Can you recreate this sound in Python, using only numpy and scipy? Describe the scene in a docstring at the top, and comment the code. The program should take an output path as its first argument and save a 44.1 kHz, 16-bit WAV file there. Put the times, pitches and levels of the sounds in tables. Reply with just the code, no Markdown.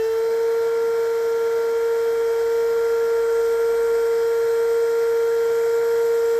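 """Turbine pump filling a boat

On a lawn, a small turbine pump blows air through a ribbed hose into a boat.
The rotor, just reaching full speed, is a set of cosines: a hum at its turning rate, overtones, a blade whine.
Turbulent air is noise through resonances: the hose rings, the casing and valve hiss and brighten as the
hull fills. Behind them lie a faint outdoor rumble and a low drone."""
import sys
import numpy as np
from scipy import signal
from scipy.io import wavfile

SR = 44100
rng = np.random.default_rng(int(sys.argv[2]) if len(sys.argv) > 2 else 0)


def store_pcm(level_fs):
    """Save levels as 16-bit WAV."""
    pcm = np.round(np.clip(level_fs, -1, 1) * 32767).astype(np.int16)
    wavfile.write(sys.argv[1], SR, np.atleast_2d(pcm).T)


N = 281886  # length in samples


def from_db(db):
    """Turn decibels into a plain factor."""
    return 10 ** (np.asarray(db) / 20)


def rms_one(x):
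    """Scale a signal to an rms level of 1."""
    return x / np.sqrt(np.mean(x ** 2) + 1e-20)


def in_time(rows):
    """Draw straight lines between timed rows; gives one curve per column after the time."""
    seconds, *columns = np.transpose(rows)
    return [np.interp(np.arange(N) / SR, seconds, column) for column in columns]


def drift(rate_hz):
    """Slow random movement with a spread of 1: noise smoothed twice, so little is left above the rate."""
    step = 40  # samples between computed points
    pole = np.exp(-2 * np.pi * rate_hz * step / SR)
    noise = rng.standard_normal(N // step + 2002)
    slow = signal.lfilter([1], [1, -2 * pole, pole * pole], noise)[2000:]  # skip the filter's start
    return np.interp(np.arange(N) / step, np.arange(len(slow)), rms_one(slow))


def turbulence(resonances, patchy_db, rate_hz):
    """Each resonance is rung by its own noise and flickers alone; the sum has rms 1."""
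    out = np.zeros(N)
    for hz, width_hz, top_db in resonances:
        r = np.exp(-np.pi * width_hz / SR)
        stage = [(1 - r * r) / 2, 0, (r * r - 1) / 2, 1, -2 * r * np.cos(2 * np.pi * hz / SR), r * r]
        noise = rng.standard_normal(N + 8000)
        rung = signal.sosfilt([stage, stage], noise)[8000:]  # two passes give steep skirts
        out += from_db(top_db + patchy_db * drift(rate_hz)) * rung
    return rms_one(out)


def tone(angle, db):
    """A cosine of the given rms level."""
    return np.sqrt(2) * from_db(db) * np.cos(angle)


def by_state(row, short, filled):
    """Level in dB from the working level, the shortfall in speed and the filling of the hull."""
    at_speed_db, short_db, filled_db = row[:3]
    return at_speed_db + short_db * short + filled_db * filled


# Outdoor rumble. Each row: frequency in Hz, width of one filter pass in Hz, relative level at the top in dB.
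RUMBLE_RESONANCES = [(19.5, 40, -18), (48, 26, -3), (75, 14, -1.5), (90, 15, 1), (124, 30, -1),
                     (167, 76, -6.5), (250, 117, -3.5)]
RUMBLE_DB = -55


def outdoor_rumble():
    """Faint rumble of the open air: noise in low, patchy bands."""
    return from_db(RUMBLE_DB) * turbulence(RUMBLE_RESONANCES, patchy_db=2.75, rate_hz=2.5)


# The drone swells and fades. Each row: time in seconds, level in dB.
DRONE_LEVELS = [(0, -62), (.5, -68), (1.2, -69), (2, -59), (3.2, -55.5), (4, -56.5), (4.8, -62),
                (5.5, -68.5), (6.39, -66)]
DRONE_HZ = 46.5


def low_drone():
    """One low cosine whose level swells, fades and wavers."""
    level_db = in_time(DRONE_LEVELS)[0] + 0.86 * drift(2.7)
    return tone(2 * np.pi * DRONE_HZ * np.arange(N) / SR, level_db)


# Valve resonances. Each row: frequency in Hz, width of one filter pass in Hz, relative level at the top in dB.
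VALVE_RESONANCES = [(7330, 910, 0), (7930, 130, -0.5), (8100, 320, -3.5), (11620, 500, -5.5),
                    (12500, 770, -3)]
# Valve loudness: level at working speed in dB, dB gained while short of speed, dB gained as the hull fills.
VALVE_LEVEL = (-54.5, 1.1, 5.5)


def valve_jet(short, filled):
    """The jet at the valve: high bands of turbulence that grow clearly as the hull fills."""
    return from_db(by_state(VALVE_LEVEL, short, filled)) * turbulence(VALVE_RESONANCES, 0.8, rate_hz=6.5)


# Casing resonances. Each row: frequency in Hz, width of one filter pass in Hz, relative level at the top in dB.
CASING_RESONANCES = [(2610, 180, -1), (2900, 210, -10.5), (3250, 990, -2), (3970, 980, -3.5),
                     (4520, 540, -5.5), (5075, 900, 1.5), (5495, 240, 0), (5810, 1100, -1), (6490, 320, -1),
                     (8920, 1800, -13), (9900, 580, -10), (10780, 1150, -10), (13320, 660, -0.5),
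                     (13800, 540, -18), (15000, 840, -13)]
# Casing loudness: level at working speed in dB, dB gained while short of speed, dB gained as the hull fills.
CASING_LEVEL = (-48, 0.34, 1)


def casing_hiss(short, filled):
    """Air hissing from the casing: broad bands of turbulence."""
    return from_db(by_state(CASING_LEVEL, short, filled)) * turbulence(CASING_RESONANCES, 0.85, rate_hz=6.3)


# Hose resonances. Each row: frequency in Hz, width of one filter pass in Hz, relative level at the top in dB.
HOSE_RESONANCES = [(357, 270, -7), (461.5, 55, 9), (648.6, 114, 0), (696, 103, -3), (774, 80, -7),
                   (948, 163, -8.5), (1121, 184, -5), (1294, 230, -9.5), (1417, 72, -18), (1488, 98, -3.5),
                   (1542, 110, -2), (1669, 94, -0.5), (1757, 150, -7), (1980, 170, -5.5), (2105, 210, -11),
                   (2226, 110, -9), (2335, 83, -13.5), (2480, 60, -18)]
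# Hose loudness: level at working speed in dB, dB gained while short of speed, dB gained as the hull fills.
HOSE_LEVEL = (-38, -3, 0.54)


def hose_rush(short, filled):
    """Turbulent air rings the many resonances of the ribbed hose."""
    return from_db(by_state(HOSE_LEVEL, short, filled)) * turbulence(HOSE_RESONANCES, 0.52, rate_hz=3.2)


def air(angle, short, filled):
    """Casing and valve flutter together; all the air throbs slightly once a turn."""
    throb = from_db(0.6 * np.sin(angle))
    flutter = from_db(0.31 * drift(2.6) + 0.36 * drift(40))
    hiss = casing_hiss(short, filled) + valve_jet(short, filled)
    return throb * (hose_rush(short, filled) + flutter * hiss)


# Which multiples of the turning rate the overtones have, in the order of the rows below.
OVERTONE_MULTIPLES = [2, 4, 5, 6, 7, 9, 27]
# Each row: level at working speed in dB, dB gained while short of speed, dB gained as the hull fills,
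# sharpness of settling (a power of the shortfall, no unit), slow wander once at speed in dB.
OVERTONE_LEVELS = [(-41, -4, 0.2, 4, 0.37), (-55, 12.5, 4.5, 2.1, 1), (-58, -13, 2, 6, 1.5),
                   (-71, 23, -4, 1.7, 2.5), (-59, 7, 2.1, 0.98, 1.2), (-57.5, -3, -3.5, 1.1, 2),
                   (-66.5, 7, 5, 3.7, 2.5)]
WANDER_HZ = 0.95
# The strong third multiple and the blade whine, as multiples of the turning rate.
SWELLING_MULTIPLES = [3, 18]
# They swell and fade. Each row: time in seconds, third multiple in dB, blade whine in dB.
SWELLING_LEVELS = [(0, -50, -74), (.16, -43.5, -56), (.4, -44.5, -65), (.7, -39, -67), (1.1, -40.5, -67),
                   (1.5, -39, -66), (2.05, -40, -61), (2.5, -42, -66), (2.95, -38, -68), (3.4, -38, -57),
                   (3.85, -39, -56), (4.3, -40.5, -61), (4.75, -39.5, -56), (5.3, -39.5, -65),
                   (6.39, -40.5, -64)]
# Faint overtones, as multiples of the turning rate, then the average level of each in dB.
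FAINT_MULTIPLES = [8, 11, 12, 15, 17]
FAINT_LEVELS = [-66.5, -74, -71, -67.5, -66.5]


def rotor(angle, hum_db, short, filled, low_waver_db, high_waver_db):
    """Unbalance pushes once a turn; multiples 2 and 3 peak with it, higher ones start at random
    phases and waver more."""
    levels = []
    for row in OVERTONE_LEVELS:
        sharpness, wander_db = row[3:]
        wander = wander_db * (1 - short) * drift(WANDER_HZ)
        levels.append(by_state(row, short ** sharpness, filled) + wander)
    levels += in_time(SWELLING_LEVELS) + list(FAINT_LEVELS)
    multiples = [*OVERTONE_MULTIPLES, *SWELLING_MULTIPLES, *FAINT_MULTIPLES]

    out = tone(angle, hum_db)
    for multiple, level_db in zip(multiples, levels):
        if multiple <= 3:
            start_phase, waver_db = 0, low_waver_db
        else:
            start_phase, waver_db = rng.uniform(0, 2 * np.pi), high_waver_db
        out += tone(multiple * angle + start_phase, level_db + waver_db * drift(12))
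    return out


# The rotor's run. Each row: time in seconds, speed in turns per second, level of the hum in dB.
ROTOR_RUN = [(0, 446.0, -20.6), (0.14, 450.9, -20.8), (0.28, 455.6, -20.3), (0.42, 458.1, -19.8),
             (0.56, 458.7, -20.1), (0.78, 459.8, -20.4), (1.35, 459.2, -20.8), (1.9, 460.6, -20.2),
             (2.35, 459.6, -20.3), (2.65, 461.4, -19.9), (3.15, 460.2, -19.5), (3.52, 460.3, -19.4),
             (3.77, 461.6, -19.3), (4.15, 460.4, -19.3), (4.28, 461.0, -19.5), (4.53, 460.4, -19.6),
             (4.78, 462.0, -19.0), (5.15, 461.1, -19.3), (5.65, 461.3, -19.4), (5.8, 462.9, -19.5),
             (6.05, 462.5, -18.9), (6.39, 461.7, -19.4)]
START_TURNS, FULL_TURNS = 446, 459.5  # turns per second at the start and at working speed


def scene():
    """Pump and surroundings, in mono."""
    turns, hum_db = in_time(ROTOR_RUN)
    angle = 2 * np.pi * np.cumsum(turns) / SR + np.pi / 2  # shaft angle in radians
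    short = np.clip((FULL_TURNS - turns) / (FULL_TURNS - START_TURNS), 0, 1)  # shortfall in speed, 0-1
    filled = np.arange(N) / N  # the hull fills steadily, 0-1
    surroundings = outdoor_rumble() + low_drone()
    spinning = rotor(angle, hum_db, short, filled, low_waver_db=0.68, high_waver_db=1.1)
    return (surroundings + air(angle, short, filled) + spinning)[None]


LOW_CUT_HZ, TOP_CUT_HZ = 12, 15050


def record(dry):
    """The microphone drops the deep bass; the top is cut steeply."""
    low_cut = signal.butter(2, LOW_CUT_HZ, "high", fs=SR, output="sos")
    top_cut = signal.ellip(14, 0.05, 74, TOP_CUT_HZ, fs=SR, output="sos")
    return signal.sosfilt(top_cut, signal.sosfilt(low_cut, dry))


dry = scene()
out = record(dry)
store_pcm(out)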